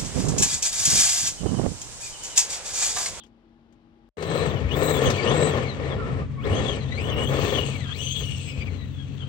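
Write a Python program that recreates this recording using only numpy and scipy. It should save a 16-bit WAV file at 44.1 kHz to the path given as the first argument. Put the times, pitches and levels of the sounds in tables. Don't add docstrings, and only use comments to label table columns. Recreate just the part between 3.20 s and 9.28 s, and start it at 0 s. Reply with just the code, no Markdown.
import sys
import numpy as np
from scipy import signal
from scipy.fft import rfft, irfft, next_fast_len
from scipy.io import wavfile
from scipy.ndimage import uniform_filter1d

SR = 44100
rng = np.random.default_rng(int(sys.argv[2]) if len(sys.argv) > 2 else 0)


def transcribe(u):
    v = np.clip(np.atleast_2d(u).T, -1, 1)
    q = np.round(v * 32767).astype(np.int16)
    wavfile.write(sys.argv[1], SR, q)


N = 268172
TIME = np.arange(N) / SR
FFT_SIZE = next_fast_len(N + 4096, True)
FREQS = np.maximum(np.fft.rfftfreq(FFT_SIZE, 1 / SR), 1)


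def from_db(db):
    return 10 ** (np.asarray(db) / 20)


def rms_one(x):
    return x / np.sqrt(np.mean(x ** 2) + 1e-20)


def at_hz(points):
    hz, value = np.transpose(points)
    return np.interp(np.log(FREQS), np.log(hz), value)


def lift_db(modes):
    return sum(db / (1 + (2 * (FREQS - hz) / width) ** 2) for hz, width, db in modes)


def filtered(x, response):
    return irfft(rfft(x, FFT_SIZE) * response, FFT_SIZE)[:N]


def coloured(x, spectrum_db):
    return rms_one(filtered(x, from_db(spectrum_db)))


def drift(rate_hz):
    pole = np.exp(-2 * np.pi * rate_hz * 16 / SR)
    slow = signal.lfilter([1], [1, -2 * pole, pole * pole], rng.standard_normal(N // 16 + 1002))[1000:]
    return np.interp(np.arange(N) / 16, np.arange(len(slow)), rms_one(slow))


def grains(per_s, spread_db):
    sizes = from_db(spread_db * np.minimum(rng.exponential(1, N), 4))
    return rms_one((rng.random(N) < per_s / SR) * sizes * rng.choice([-1, 1], N))


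def angle(hz):
    return 2 * np.pi * np.cumsum(hz * np.ones(N)) / SR


def decays(rows, decay_s):
    return sum(from_db(db) * (TIME >= s) * np.exp(-np.abs(TIME - s) / decay_s) for s, db in rows)


def swells(rows, width_s):
    return sum(db * np.exp(-np.minimum(((TIME - s) / width_s) ** 2, 20)) for s, db in rows)


# (frequency [Hz], level [dB])
HUM_TONES = [(43.1, -65), (231.5, -60.5), (328.4, -67), (823.6, -74.5)]
# (frequency [Hz], relative level [dB])
AIR_SPECTRUM = [(25,-22),(60,1.5),(150,0.5),(330,0.5),(480,-9.5),(820,-10.5),(1100,-14),(2400,-23),(3100,-22),(5000,-31.5),(9000,-51),(15000,-60)]
def workshop(air_db=-60, waver_db=1.5):
    hum = 0
    for hz, db in HUM_TONES:
        amplitude = np.sqrt(2) * from_db(db + waver_db * drift(7.1))
        hum += amplitude * np.sin(angle(hz * (1 + 0.0019 * drift(2.9))))
    return hum + from_db(air_db) * coloured(rng.standard_normal(N), at_hz(AIR_SPECTRUM))


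def squeak(start_hz=3550, end_hz=3050, length_s=0.055, level_db=-51, roughness=0.089):
    pitch = np.interp(TIME, [0, length_s], [start_hz, end_hz]) * (1 + roughness * drift(460))
    return from_db(level_db) * np.exp(-(TIME / length_s) ** 4) * np.sin(angle(pitch))


# (time [s], relative level [dB])
CLICKS = [(0.036,-54),(0.064,-63),(0.525,-64),(1.025,-36.5),(1.902,-23.5),(4.133,-48)]
# (frequency [Hz], relative level [dB])
CLICK_SPECTRUM = [(400,4.5),(2000,-1),(3300,-3),(5000,-4.5),(6500,-2.5),(8500,-13),(11000,-29),(15000,-24)]
def clicks(decay_s=0.012, gain_db=1.0):
    impacts = decays(CLICKS, decay_s) * rng.standard_normal(N)
    return from_db(gain_db) * filtered(impacts, rms_one(from_db(at_hz(CLICK_SPECTRUM))))


def outdoors(start_s=0.97, fade_s=0.15, start_db=-13):
    return (TIME > start_s) * from_db(start_db * np.clip(1 - (TIME - start_s) / fade_s, 0, 1))


# (time [s], tooth-mesh rate [Hz], relative whine level [dB])
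MOTOR = [(1.0, 4060, -44.5), (1.221, 3978, -44), (1.285, 3850, -51), (1.312, 3480, -39), (1.336, 3200, -69),
         (1.379, 2870, -46), (1.42, 2470, -58), (1.478, 2130, -49.5), (1.519, 3014, -34),
         (1.56, 3630, -44.5), (1.62, 3904, -45.5), (1.71, 3877, -40.5), (1.785, 3396, -42),
         (1.814, 3224, -65), (1.86, 3358, -34), (1.93, 2680, -54.5), (1.98, 2298, -37),
         (2.031, 2270, -37.5), (2.081, 2928, -34), (2.111, 3317, -35), (2.17, 3813, -50),
         (2.291, 3933, -44), (2.328, 3310, -57), (2.409, 2993, -56), (2.451, 2300, -38.5),
         (2.49, 2106, -42.5), (2.515, 1910, -43), (2.591, 1848, -60), (2.67, 2053, -45.5),
         (2.699, 1800, -48), (2.726, 1696, -36.5), (2.76, 1496, -51), (2.79, 1423, -36.5),
         (2.83, 1294, -46.5), (2.871, 1374, -43), (2.919, 1270, -43.5), (2.975, 1360, -47),
         (3.01, 1199, -50.5), (3.051, 1152, -61.5), (3.16, 1152, -64), (3.18, 1111, -44.5),
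         (3.205, 1089, -48), (3.225, 1345, -48), (3.255, 1932, -43), (3.29, 2436, -51),
         (3.366, 3227, -38.5), (3.4, 3268, -46), (3.44, 3553, -50.5), (3.49, 3290, -38.5),
         (3.531, 3068, -42), (3.575, 2420, -44), (3.61, 2078, -47), (3.686, 1748, -50),
         (3.725, 1970, -39.5), (3.759, 2080, -41), (3.816, 2578, -34.5), (3.851, 2982, -43),
         (3.896, 3322, -42), (3.93, 2772, -40.5), (4, 2906, -38), (4.051, 2938, -47), (4.09, 3305, -42),
         (4.248, 3561, -58), (4.351, 3266, -38.5), (4.39, 2870, -34.5), (4.46, 2830, -43.5),
         (4.519, 2488, -49), (4.59, 2132, -46.5), (4.62, 1997, -41), (4.661, 1604, -36.5),
         (4.72, 1585, -36.5), (4.74, 1854, -47), (4.76, 2283, -47), (4.785, 2776, -38.5), (4.82, 3068, -41),
         (4.88, 3082, -36.5), (4.93, 3244, -37.5), (5.0, 3313, -41.5), (5.072, 2870, -38.5),
         (5.251, 2640, -47), (5.31, 2550, -36.5), (5.34, 2500, -47.5), (5.382, 2536, -42),
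         (5.42, 2366, -37), (5.446, 2393, -63), (5.468, 2480, -42), (5.5, 2064, -49), (5.57, 2070, -57.5),
         (5.625, 1915, -50), (5.668, 1930, -65), (5.76, 1722, -60.5), (5.829, 1610, -48.5),
         (5.869, 1615, -78), (5.951, 1957, -69.5), (6.019, 1570, -42), (6.08, 1570, -52)]
def motor():
    s, mesh_hz, whine_db = np.transpose(MOTOR)
    return np.interp(TIME, s, mesh_hz), np.interp(TIME, s, whine_db)


# (pressed [s], released [s],
# rasp [dB], churn [dB], spray [dB], top hiss [dB], whine's second harmonic against its first [dB])
THROTTLE = [(0.6, 1.258, -35.5, -27.5, -38, -66.5, -18.5), (1.503, 1.72, -48, -26, -25.5, -47, -14),
            (1.727, 1.9, -27.5, -24, -32, -60, -2), (1.976, 2.039, -31.5, -26.5, -47, -86, 5.5),
            (2.05, 2.272, -32.5, -24, -27.5, -67, -4), (2.555, 2.71, -43.5, -33, -49, -93, -5.5),
            (2.738, 2.992, -52.5, -35.5, -49.5, -98, -14), (3.02, 3.194, -61, -56, -63, -84, -15.5),
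            (3.185, 3.475, -33.5, -30.5, -41.5, -79, -4.5), (3.69, 3.827, -37, -41, -40, -80.5, -4.5),
            (3.811, 3.889, -56, -28, -40.5, -60, -12.5), (3.945, 4.05, -56.5, -26.5, -21.5, -61.5, -8.5),
            (4.046, 4.321, -28.5, -28.5, -39.5, -55.5, -7), (4.393, 4.472, -33.5, -38.5, -20.5, -69, -8),
            (4.616, 4.712, -40.5, -57, -53.5, -81, -7), (4.728, 4.98, -34, -47.5, -33, -62.5, -1),
            (5.036, 5.27, -39.5, -53, -35.5, -71, -4), (5.3, 5.47, -44, -45.5, -74, -77, -8),
            (5.565, 5.821, -50, -59, -70, -83, -1.5), (5.885, 5.943, -45.5, -51.5, -62, -88, -0.5)]
def current_burst():
    return np.maximum(np.searchsorted(np.array(THROTTLE)[:, 0], TIME) - 1, 0)


# (growth with speed [dB/octave], gain under full strain [dB], loss when freewheeling [dB])
DRIVE_RESPONSE = [(10, -4.5, 0), (12, 9.5, -0.5), (14, 8, 16), (16, 12.5, 0)]
FULL_SPEED_HZ = 4000
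def drive_levels(mesh_hz, glide_s=0.055):
    _, released, *strengths, _ = np.transpose(THROTTLE)
    reached_hz = np.interp(released, TIME, mesh_hz)
    burst = current_burst()
    coasting = TIME > released[burst]
    strain = ~coasting * np.clip(2 * (1 - mesh_hz / reached_hz[burst]), 0, 1)
    pole = np.exp(-1 / (glide_s * SR))
    levels = []
    for strength_db, (growth_db, strain_db, coast_db) in zip(strengths, DRIVE_RESPONSE):
        full_speed_db = (strength_db - growth_db * np.log2(reached_hz / FULL_SPEED_HZ))[burst]
        target_db = full_speed_db + strain_db * strain - coast_db * coasting
        load_db = signal.lfilter([1 - pole], [1, -pole], target_db)
        levels.append(load_db + growth_db * np.log2(mesh_hz / FULL_SPEED_HZ))
    return levels


def chassis(x, ring_s=0.007, share=0.55):
    impulse = rng.standard_normal(N) * np.exp(-np.minimum(TIME / ring_s, 20))
    ringing = signal.fftconvolve(x, impulse / np.linalg.norm(impulse))[:N]
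    return np.sqrt(1 - share) * x + np.sqrt(share) * ringing


# (frequency [Hz], gain [dB])
CASE_RESPONSE = [(1050,5.5),(1380,4),(1560,-13),(1850,-11),(2200,2.5),(2900,2.5),(3300,1.5),(3900,0),(4400,-8),(5300,-18),(6200,-2.5),(7000,-17.5),(7750,7),(8400,2.5),(9200,-7.5),(10500,-39.5)]
# (frequency [Hz], width [Hz], gain [dB])
MOTOR_MODES = [(3364,260,4.5),(6116,56,5),(6730,28,6.5),(7550,60,4),(7670,57,11),(8140,100,6.5)]
def gear_whine(mesh_hz, level_db, teeth=19, wobble=0.19, looseness=0.75, rattle_hz=320, gain_db=2.5):
    mesh = angle(mesh_hz * (1 + 0.008 * drift(73.0) + 0.006 * drift(14.3)))
    shaft = mesh / teeth
    backlash = looseness * mesh_hz / mesh_hz.mean()
    second_db = uniform_filter1d(np.array(THROTTLE)[current_burst(), -1], size=1024)
    tone = 0
    for k, harmonic_db in enumerate((0, second_db, second_db - 17.5), 1):
        rattle = backlash / np.sqrt(k) * (drift(rattle_hz) + 1j * drift(rattle_hz))
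        stutter = from_db(4.0 * drift(28))
        load = (1 + wobble * np.sin(shaft + k) + rattle) * stutter
        tone += from_db(harmonic_db) * rms_one(np.real(load * np.exp(1j * k * mesh)))
    radiation = from_db(at_hz(CASE_RESPONSE) + lift_db(MOTOR_MODES))
    return chassis(filtered(from_db(level_db + gain_db) * tone, radiation))


# (frequency [Hz], relative level [dB])
RASP_SPECTRUM = [(900,-15.5),(1900,-15.5),(2600,10),(3300,7.5),(3700,-0.5),(4300,3),(5200,-9.5),(6300,-1),(8500,-12),(10000,-76.5)]
# (frequency [Hz], width [Hz], gain [dB])
SHELL_MODES = [(429,80,8),(516,97,5.5),(909,110,-5),(1050,48,2),(1620,68,-7.5),(1798,270,8),(2010,120,-8.5),(2183,550,6.5),(2443,110,-5),(3620,82,-0.5),(3830,80,6)]
def gear_rasp(mesh_hz, level_db, teeth=19, throb=0.064, flutter_db=1.5, gain_db=-7.0):
    load = (1 + throb * np.sin(angle(mesh_hz / teeth))) * from_db(flutter_db * drift(19))
    spectrum_db = at_hz(RASP_SPECTRUM) + lift_db(MOTOR_MODES) + lift_db(SHELL_MODES)
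    return from_db(level_db + gain_db) * coloured(load * grains(8000, 3.1), spectrum_db)


# (frequency [Hz], relative level [dB])
CHURN_SPECTRUM = [(60,-7.5),(170,-4),(300,-1.5),(550,-1.5),(800,-5),(1200,-6),(1550,-14.5),(2400,-16),(4000,-27),(5300,-30.5),(8000,-49.5),(10000,-83)]
SPRAY_SPECTRUM = [(2500,-38),(5300,-12),(6300,11.5),(7000,11),(8100,14.5),(9000,2),(10000,-43),(14000,-37)]
TOP_HISS_SPECTRUM = [(9000,-44.5),(12000,-30),(14000,-1),(15600,5)]
# (time [s], loss of churn, slap and spray [dB])
SKIPS = [(1.94, 1.5), (3.08, 5), (3.68, 4), (4.07, 14), (4.92, 20)]
# (time [s], change in churn and slap [dB])
BITES = [(1.56, 0), (2.38, 4), (2.54, 2.5), (2.65, 1.5), (2.73, 3.5), (3.27, 1.5), (3.39, 3.5),
         (3.86, -3.5), (4.14, 3)]
def tyres(mesh_hz, churn_db, spray_db, top_hiss_db, meshes_per_paddle=24.9, half_width_s=0.023):
    skip_db = swells(SKIPS, half_width_s)
    contact_db = churn_db - skip_db + swells(BITES, half_width_s)
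    paddle = angle(mesh_hz / meshes_per_paddle * (1 + 0.0096 * drift(23)))
    grip = (1 + 0.047 * np.cos(paddle)) * from_db(1.73 * drift(39))
    churn = coloured(grip * grains(4000, 1.58), at_hz(CHURN_SPECTRUM) + lift_db(SHELL_MODES))
    spray = coloured(grip * grains(3000, 2.0), at_hz(SPRAY_SPECTRUM) + lift_db(MOTOR_MODES))
    top_hiss = coloured(grains(9000, 2.5) * from_db(3.8 * drift(20)), at_hz(TOP_HISS_SPECTRUM))
    note = np.sin(paddle) + from_db(-9.0) * np.sin(2 * paddle) + from_db(-11.5) * np.sin(3 * paddle)
    slap = rms_one(note * from_db(0.67 * drift(22)))
    slap_db = contact_db - 4 + 3.5 * np.log2(mesh_hz / FULL_SPEED_HZ)
    crushed = from_db(contact_db + 0.5) * churn + from_db(slap_db) * slap
    hiss = from_db(spray_db - skip_db - 16) * spray + from_db(top_hiss_db + 11) * top_hiss
    return crushed + hiss


# (order [multiple of crank rate], level [dB])
ENGINE_ORDERS = [(2,-39.5),(3,-37),(4,-54.5),(5,-59),(6,-51),(10,-71)]
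def pickup(crank_hz=45.3, waver_db=3.5):
    crank = angle(crank_hz * (1 + 0.00833 * drift(5.1)))
    exhaust = 0
    for order, db in ENGINE_ORDERS:
        amplitude = np.sqrt(2) * from_db(db + waver_db * drift(17.0))
        exhaust += amplitude * np.sin(order * crank + rng.uniform(0, 2 * np.pi))
    return exhaust


# (frequency [Hz], relative level [dB])
WIND_SPECTRUM = [(20,-11),(38,-26),(60,3),(100,4),(160,-3),(240,-5.5),(350,-18.5),(700,-31.5),(2000,-32),(8000,-57),(16000,-112)]
# (time [s], half-width [s], relative left level [dB], relative right level [dB])
GUSTS = [(1.45, 0.24, -27.5, -54), (1.868, 0.025, -33, -21), (2.3, 0.46, -42, -39),
         (2.899, 0.19, -33.5, -30.5), (3.34, 0.11, -25.5, -26.5), (3.55, 0.15, -36, -36.5),
         (3.989, 0.29, -34.5, -32), (4.25, 0.3, -30.5, -43), (5.08, 0.076, -33, -43), (5.5, 0.1, -35, -47)]
def wind(breeze_db=(-32.5, -36.5), shared=0.66, gain_db=-4.0):
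    both, left, right = [coloured(rng.standard_normal(N), at_hz(WIND_SPECTRUM)) for _ in range(3)]
    eddies = np.array([shared * both + left, shared * both + right])
    strength = from_db(breeze_db)[:, None]
    for s, width, *port_db in GUSTS:
        strength = strength + from_db(port_db)[:, None] * np.exp(-((TIME - s) / width) ** 2)
    return from_db(gain_db) * strength * eddies


# (time [s], thump level [dB], relative shell level [dB])
BUMPS = [(1.025, -38, -14.5), (1.443, -17, -29.5), (1.683, -37.5, -6.5), (1.838, -25.5, -12.5),
         (2.073, -35.5, -8.5), (3.25, -29, -13.5), (4.372, -39, -10.5), (5.006, -23, -20),
         (5.377, -20.5, -45)]
def bumps(thump_hz=70, thump_decay_s=0.024, shell_decay_s=0.022, shell_gain_db=-15):
    thumps = 0
    for s, db, _ in BUMPS:
        thumps += decays([(s, db)], thump_decay_s) * np.sin(2 * np.pi * thump_hz * (TIME - s))
    shaking = decays([(s, db) for s, _, db in BUMPS], shell_decay_s) * rng.standard_normal(N)
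    shell_response = rms_one(from_db(at_hz(CHURN_SPECTRUM) + lift_db(SHELL_MODES)))
    return thumps + from_db(shell_gain_db) * filtered(shaking, shell_response)


def sound_field(bench_end_s=0.89):
    mesh_hz, whine_db = motor()
    rasp_db, *tyre_db = drive_levels(mesh_hz)
    truck = gear_whine(mesh_hz, whine_db) + gear_rasp(mesh_hz, rasp_db) + tyres(mesh_hz, *tyre_db)
    bench = (workshop() + squeak()) * (TIME < bench_end_s)
    return bench + (truck + pickup()) * outdoors() + bumps() + clicks()


# (frequency [Hz], left minus right [dB])
CHANNEL_BALANCE = [(60,8.1),(200,5.1),(430,10.7),(700,5.4),(1400,5.1),(2400,10.8),(4000,15.4),(8000,13),(15000,44)]
# (frequency [Hz], coherence [0 to 1])
CHANNEL_COHERENCE = [(50,1),(150,0.87),(600,1),(1200,0.48),(3000,0.2),(8000,0.97),(15000,.2)]
def stereo(direct, scattered, lag_s=0.00022):
    coherence = np.clip(at_hz(CHANNEL_COHERENCE), 0, 1)
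    right_to_left = from_db(-at_hz(CHANNEL_BALANCE))
    left_gain = 2 / (1 + right_to_left)
    right_gain = left_gain * right_to_left
    delay = np.exp(-2j * np.pi * FREQS * lag_s)
    right = filtered(direct, right_gain * coherence * delay)
    right += filtered(scattered, right_gain * np.sqrt(1 - coherence ** 2))
    return np.array([filtered(direct, left_gain), right])


def scene():
    return stereo(direct=sound_field(), scattered=sound_field()) + wind() * outdoors()


def record(dry, bass_cut_hz=44, treble_cut_hz=15900):
    thinned = signal.sosfilt(signal.butter(4, bass_cut_hz, "high", fs=SR, output="sos"), dry)
    low_pass = 1 / (1 + (FREQS / treble_cut_hz) ** 160)
    return np.array([filtered(channel, low_pass) for channel in thinned])


dry = scene()
out = record(dry)
transcribe(out)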